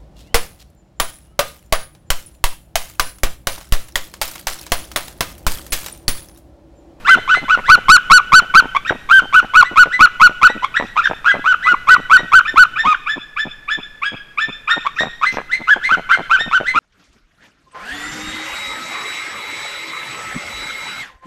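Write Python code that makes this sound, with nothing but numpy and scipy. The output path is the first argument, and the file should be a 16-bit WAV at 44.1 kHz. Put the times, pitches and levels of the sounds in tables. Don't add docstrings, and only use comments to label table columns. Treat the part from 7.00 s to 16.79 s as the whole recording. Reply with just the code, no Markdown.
import sys
import numpy as np
from scipy import signal
from scipy.fft import rfft, irfft
from scipy.io import wavfile

SR = 44100
rng = np.random.default_rng(int(sys.argv[2]) if len(sys.argv) > 2 else 0)


def output_pcm(signal):
    pcm = np.clip(np.atleast_2d(signal).T, -1, 1) * 32767
    wavfile.write(sys.argv[1], SR, np.round(pcm).astype(np.int16))


N = 431725

# start and length in seconds, top pitch in Hz,
# levels of the low note and of the high note in dB (before the swell and fade).
MATE_CALLS = [(0.046, 0.078, 2058, 0.5, -12), (0.315, 0.077, 2066, -1, -17.5),
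              (.636, 0.08, 2052, -7, -20.5), (1.847, 0.062, 1910, -6, -22), (2.624, 0.063, 1990, -7, -23.5),
              (2.903, 0.065, 2017, -5.5, -16.5), (3.462, 0.063, 1951, -0.5, -21),
              (3.74, 0.058, 1947, -1, -14.5), (4.012, 0.053, 1825, -4.5, -21),
              (4.266, 0.081, 2027, 6.5, -20.5), (4.6, 0.09, 2023, -10.5, -17.5),
              (4.864, 0.083, 1969, -13, -17), (5.144, 0.063, 1917, -3, -16),
              (5.449, 0.059, 1808, -2.5, -18), (5.755, 0.072, 1816, -2, -15.5),
              (6.059, 0.075, 1757, -3, -15.5), (6.361, 0.067, 1759, -3.5, -16),
              (6.676, 0.074, 1759, -5, -16), (7.015, 0.08, 1669, -2.5, -18), (7.373, 0.077, 1778, 0.5, -17),
              (7.673, 0.07, 1853, 0.5, -13), (7.961, 0.074, 1889, -9, -14), (8.233, 0.068, 2050, 1, -13),
              (8.49, 0.079, 2080, -10.5, -13), (8.809, 0.083, 2098, -9.5, -14),
              (9.091, 0.08, 2105, 1.5, -15.5), (9.366, 0.069, 1848, -6, -18),
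              (9.638, 0.084, 2065, -7, -14.5)]
# start and length in seconds, top pitch in Hz, level in dB,
# ending ("rattle", "squeak" or a plain "stop").
NEAR_CALLS = [(0.071, 0.082, 1541, 0, "rattle"), (0.276, .075, 1510, -3.5, "rattle"),
              (0.48, 0.075, 1500, -4, "rattle"), (0.682, 0.073, 1509, 5, "rattle"),
              (0.882, 0.086, 1491, 10.5, "squeak"), (1.098, 0.087, 1490, 10, "squeak"),
              (1.319, 0.08, 1515, 9, "rattle"), (1.538, 0.066, 1554, 5.5, "rattle"),
              (1.747, 0.026, 1500, -1.5, "stop"), (2.089, .112, 1558, -0.5, "rattle"),
              (2.325, 0.078, 1500, 0, "rattle"), (2.535, 0.081, 1482, 2.5, "squeak"),
              (2.757, 0.081, 1484, 3, "rattle"), (2.99, 0.07, 1483, 3.5, "squeak"),
              (3.197, .078, 1480, 4, "rattle"), (3.413, 0.064, 1511, 2.5, "rattle"),
              (3.622, 0.029, 1363, -7, "stop"), (3.956, .052, 1446, -6, "stop"),
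              (4.243, 0.079, 1643, -5, "rattle"), (4.441, 0.09, 1512, -5, "squeak"),
              (4.652, 0.079, 1468, -4, "squeak"), (4.871, 0.081, 1510, 1.5, "squeak"),
              (5.096, 0.078, 1525, 2, "rattle"), (5.317, 0.08, 1532, 2.5, "squeak"),
              (5.557, 0.082, 1501, 3, "squeak"), (5.835, 0.1, 1251, -6.5, "squeak"),
              (7.68, 0.063, 1473, -12.5, "rattle"), (7.848, 0.029, 1410, -8, "stop"),
              (8.212, 0.036, 1522, -5, "stop"), (8.672, 0.07, 1719, -3, "rattle"),
              (8.889, 0.063, 1550, -4.5, "rattle"), (9.089, 0.065, 1579, -5.5, "rattle"),
              (9.295, 0.073, 1548, -4.5, "rattle"), (9.511, 0.071, 1536, -5, "rattle"),
              (9.738, 0.053, 1440, -5.5, "stop")]


def from_db(db):
    return 10 ** (np.asarray(db) / 20)


def at_time(curve, seconds):
    return np.interp(seconds, *np.transpose(curve))


def at_hz(spectrum, hz):
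    points, db = np.transpose(spectrum)
    return np.interp(np.log(hz), np.log(points), db)


def add(track, start_s, sound):
    at = max(int(start_s * SR), 0)
    track[at:at + len(sound)] += sound[:max(len(track) - at, 0)]


def wobble(size, hz):
    slow = signal.sosfilt(signal.butter(2, hz, fs=SR, output="sos"), rng.standard_normal(size + 2000))
    return slow[2000:] / slow[2000:].std()


def coloured_noise(spectrum, size):
    gain = from_db(at_hz(spectrum, np.fft.rfftfreq(size, 1 / SR) + 1))
    noise = irfft(rfft(rng.standard_normal(size)) * gain, size)
    return noise / noise.std()


def resonate(x, hz, width):
    r = np.exp(-np.pi * width / SR)
    feedback = [1, -2 * r * np.cos(2 * np.pi * hz / SR), r * r]
    return signal.lfilter(np.array([1, 0, -1]) * (1 - r * r) / 2, feedback, x + 1e-18)


def dull(x, hz):
    return signal.sosfilt(signal.butter(4, hz, fs=SR, output="sos"), x + 1e-18)


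def phase_of(hz):
    return 2 * np.pi * np.cumsum(hz) / SR


def overtones(phase, hz, colour, hoarse=.25):
    return sum(from_db(at_hz(colour, k * hz)) * (1 + hoarse * wobble(len(hz), hz=302))
               * np.cos(k * phase) for k in range(2, 8))


def background_air():
    # time in seconds, level in dB.
    loudness = [(0, -34.5), (3, -39.5), (5.6, -38), (6.2, -45), (7.4, -45), (8.4, -41.5), (9.7, -39.5)]
    # frequency in Hz, relative level in dB.
    colour = [(5, 9), (20, 10.5), (60, -9), (130, -6), (300, -13), (800, -16.5), (2000, -16), (4000, -28),
              (7000, -34.5), (14000, -40)]
    return from_db(at_time(loudness, np.arange(N) / SR)) * coloured_noise(colour, N)


def mate(rasp=.014, jitter=.002, flutter_db=1.5, hiss_db=-35):
    # frequency in Hz, relative level in dB.
    colour = [(2000, 13), (2450, 23), (2850, -5.5), (3600, -1), (4150, -16), (4500, -19.5), (4800, -12.5),
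              (5400, -14.5), (6300, -30), (7200, -19.5), (9000, -34.5), (13000, -53)]
    # time in seconds, boost in dB.
    brightness = [(0, 6.5), (3.5, 3), (6, -0.5), (7.1, 2), (8, 4), (9.6, 4.5)]
    flip_at, flip_width, settle, peak_at = .33, .18, .139, .56
    low_note, creep, shortfall = .61, .4305, .1141
    swell_db, fade_db, flip_lift_db = 28.5, 9.5, .5
    out = np.zeros(N)
    for start, length, top_hz, low_db, high_db in MATE_CALLS:
        stage = np.arange(int(1.25 * length * SR)) / (length * SR)
        high = np.clip(.5 + (stage - flip_at) / flip_width, 0, 1)
        high_note = 1 - shortfall * np.exp(-np.maximum(stage - flip_at, 0) / settle)
        hz = top_hz * ((1 - high) * (low_note + creep * stage) + high * high_note)
        swell = np.maximum(1 - stage / peak_at, 0)
        fade = np.maximum(stage - peak_at, 0) / (1 - peak_at)
        level_db = low_db + high * (high_db - low_db) - swell_db * swell - fade_db * fade ** 2
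        level_db += flip_lift_db * np.sin(np.pi * high)
        strain = np.interp(top_hz, [1850, 2100], [0, 1])
        rough = np.interp(stage, [.25, .38, .65], [.15, 1, 0]) + 1.3 * strain
        phase = phase_of(hz * (1 + (jitter + rasp * rough) * wobble(len(stage), hz=456)))
        upper = overtones(phase, hz, colour)
        upper += from_db(hiss_db) * wobble(len(stage), hz=4960) * (1 + 2 * rough)
        upper *= from_db(at_time(brightness, start) + np.interp(high, [0, 1], [-21, -9.5]))
        level_db += flutter_db * wobble(len(stage), hz=260)
        envelope = np.interp(stage, [0, .06, 1.1, 1.25], [0, 1, 1, 0]) * from_db(level_db)
        add(out, start, np.sqrt(2) * envelope * (np.cos(phase) + upper))
    return out


def forest(x, nest_db, tail_db, echo_db, tail_s=1.0):
    # delay in seconds, relative level in dB.
    echoes = [(.055, -34), (0.106, -29.5), (0.137, -35.5), (0.189, -48.5)]
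    # frequency in Hz, relative level in dB.
    colour = [(200, -20.5), (900, -8), (1250, 1), (1550, 6), (2200, 4), (3100, 12), (4500, 4.5), (7200, 7),
              (14000, -23.5)]
    t = np.arange(int(1.2 * SR)) / SR
    scatter = (t > .003) * np.exp(-t / .01)
    tail = (t > .02) * from_db(-120 * t / tail_s)
    power = from_db(nest_db) ** 2 * scatter / scatter.sum() + from_db(tail_db) ** 2 * tail / tail.sum()
    for delay, db in echoes:
        smear = (t > delay) * np.exp(-np.abs(t - delay) / .0056)
        power += from_db(db + echo_db) ** 2 * smear / smear.sum()
    return signal.fftconvolve(x, np.sqrt(power) * coloured_noise(colour, len(t)))[:N]


def near_bird(trees_follow=.31, rasp=.031, jitter=.0025, flutter_db=2.1, hiss_db=-54, beak_db=-37):
    # frequency in Hz, relative level in dB.
    colour = [(1900, -17.5), (2450, -8.5), (2750, -23.5), (3050, -17), (3600, -24), (4500, -37),
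              (6000, -36), (7500, -42.5), (12000, -66.5)]
    # time in seconds, boost in dB.
    brightness = [(0, 2.5), (1.2, 1), (2.8, 2.5), (4.5, -1), (5.8, 0), (8.3, -1.5), (9.7, 2.5)]
    # frequency in Hz, relative level in dB.
    beak_air = [(1200, -26.5), (2500, -5), (3500, 9.5), (4600, -9), (7000, -7.5), (9000, -16), (14000, -25)]
    climb_s, break_s, break_width_s, sag_s = .025, .0317, .00377, .00644
    opening_drop, break_dip, end_drop = .29, .1064, .1586
    attack_s, attack_db, stutter_s, stutter_db = .025, 14, .00733, 16
    hold_db, break_dip_db, release_db_per_s, rough_boost_db = -3.5, 3, 3202, 1.5
    direct, to_trees = np.zeros((2, N))
    for start, length, top_hz, db, _ in NEAR_CALLS:
        t = np.arange(int((length + .018) * SR)) / SR
        climb = np.exp(-(t / climb_s) ** 3)
        voice_break = np.exp(-((t - break_s) / break_width_s) ** 2)
        sag = np.minimum(np.exp((t - length) / sag_s), 2)
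        hz = top_hz * (1 - opening_drop * climb - break_dip * voice_break - end_drop * sag)
        opening = np.maximum(1 - t / attack_s, 0)
        stutter = opening * np.cos(np.pi * t / stutter_s) ** 2
        release = np.maximum(t - length + .0036, 0)
        level_db = hold_db - attack_db * opening - stutter_db * stutter
        level_db -= break_dip_db * voice_break + release_db_per_s * release
        rough = np.clip(np.maximum((break_s + .0076 - t) / .018, sag), 0, 1)
        quaver = np.interp(db, [-6, 2], [.4, .15])
        phase = phase_of(hz * (1 + (jitter + rasp * rough) * wobble(len(t), hz=428)))
        level_db += flutter_db * (rough + quaver) * wobble(len(t), hz=187)
        overtone_gain = from_db(at_time(brightness, start) + rough_boost_db * rough)
        tone = np.cos(phase) + overtone_gain * overtones(phase, hz, colour)
        hiss = from_db(hiss_db) * wobble(len(t), hz=4000) * (1 + rough)
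        hiss += from_db(beak_db) * coloured_noise(beak_air, len(t))
        envelope = np.minimum(t / .0011, 1) * from_db(level_db)
        yelp = np.sqrt(2) * envelope * (tone + hiss * (1 + np.cos(phase)))
        add(direct, start, from_db(db) * yelp)
        add(to_trees, start, from_db(trees_follow * db) * yelp)
    return direct, to_trees


def rattle(level_db, chest_db, gap_s=.006, soft_hz=1300, hard_hz=2200, wet_db=-17, wet_s=.0022):
    # frequency before stretching in Hz, width in Hz, level in dB.
    throat = [(230, 120, 13.5), (460, 520, 5), (793, 70, 6.5), (1500, 120, -2)]
    effort = np.interp(level_db, [-21, -13], [0, 1])
    gaps = gap_s * (1 + .4 * effort) * rng.uniform(.3, 1.7, size=5)
    strengths_db = np.array([-4.5, -2, -1, 1.5, -6.5]) - 4 * effort * np.arange(5)
    strengths_db += rng.normal(0, 3, size=5)
    pulses = np.zeros(SR // 8)
    pulses[((np.cumsum(gaps) - gaps[0]) * SR).astype(int)] = from_db(strengths_db)
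    pulse_tails = signal.lfilter([1], [1, -np.exp(-1 / (wet_s * SR))], pulses)
    crackle = pulse_tails * rng.standard_normal(len(pulses))
    pulses = dull(pulses + from_db(wet_db) * crackle, soft_hz + effort * (hard_hz - soft_hz))
    stretch = rng.uniform(.705, 1.247)
    bass_db = chest_db - 4.6 * effort
    croak = sum(from_db(db + (k == 0) * bass_db) * resonate(pulses, hz * stretch, width)
                for k, (hz, width, db) in enumerate(throat))
    return from_db(level_db + 3) * croak / np.abs(croak).max()


def squeak(peak_db, hz, length_s=.01106, fall=.32, octave_db=-18):
    stage = np.linspace(0, 1, int(length_s * SR))
    phase = phase_of(hz * (1 + fall * (.5 - stage) + .04 * wobble(len(stage), hz=600)))
    tone = np.sin(phase) + from_db(octave_db) * np.sin(2 * phase)
    return from_db(peak_db) * np.sin(np.pi * stage) * tone


def throat_sounds(spread_db=3.0, squeak_hz=1346):
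    # start in seconds, peak level in dB, pitch in Hz.
    lone_squeaks = [(1.893, -5.5, 1550), (3.7662, -4.5, 1654), (4.053, -3, 1605), (4.068, -4.5, 1573),
                    (7.985, -13.5, 1803)]
    # start in seconds, level in dB.
    clucks = [(1.907, -5.5), (3.799, -7.5), (4.1, -9.5), (8.008, -8), (8.034, -11.5), (8.371, -7.5)]
    out = np.zeros(N)
    for start, length, _, _, ending in NEAR_CALLS:
        end = start + length
        if ending == "squeak":
            add(out, end + .008, squeak(rng.normal(-6, spread_db), squeak_hz * rng.normal(1, .1)))
        elif ending == "rattle":
            add(out, end + .02, rattle(rng.normal(-15, spread_db), chest_db=-6.5))
    for start, length, *_ in MATE_CALLS:
        add(out, start + length + .025, rattle(level_db=-21, chest_db=7))
    for start, db, hz in lone_squeaks:
        add(out, start, squeak(db, hz))
    for start, db in clucks:
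        add(out, start, rattle(db, chest_db=-11))
    return out


def wheezes(grain_db=4):
    # start in seconds, length in seconds, level in dB.
    hisses = [(1.865, 0.048, -36), (3.791, 0.12, -51), (4.022, 0.084, -36), (7.935, 0.14, -40),
              (8.226, 0.16, -49), (8.296, 0.091, -36.5)]
    # frequency in Hz, relative level in dB.
    colour = [(1000, -32.5), (2300, 17), (4000, 2), (5800, 12), (8000, -16), (13000, -13.5)]
    out = np.zeros(N)
    for start, length, db in hisses:
        size = int(length * SR)
        envelope = np.hanning(size) * from_db(db + grain_db * wobble(size, hz=300))
        add(out, start, envelope * coloured_noise(colour, size))
    return out


def scene():
    yelps, to_trees = near_bird()
    small_sounds = throat_sounds() + wheezes()
    mate_yelps = mate()
    near = yelps + small_sounds + forest(to_trees + small_sounds, nest_db=-18, tail_db=-27, echo_db=-4)
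    far = mate_yelps + forest(mate_yelps, nest_db=-9, tail_db=-17.5, echo_db=10)
    return (near + far + background_air())[None]


def record(dry, lopsided=.015, duck_db=4.0, cutoff_hz=14500):
    fine = signal.resample_poly(dry[0], up=2, down=1)
    clipped = fine / (1 + np.abs(fine) ** 24) ** (1 / 24)
    overload = np.minimum(np.abs(fine - clipped), 1)
    memory = np.exp(-30 / SR)
    gain_db = -duck_db * signal.lfilter([1 - memory], [1, -memory], overload)
    out = signal.resample_poly((clipped + lopsided * overload) * from_db(gain_db), up=1, down=2)
    return signal.sosfilt(signal.ellip(10, .2, 70, cutoff_hz, fs=SR, output="sos"), out)[None]


dry = scene()
out = record(dry)
output_pcm(out)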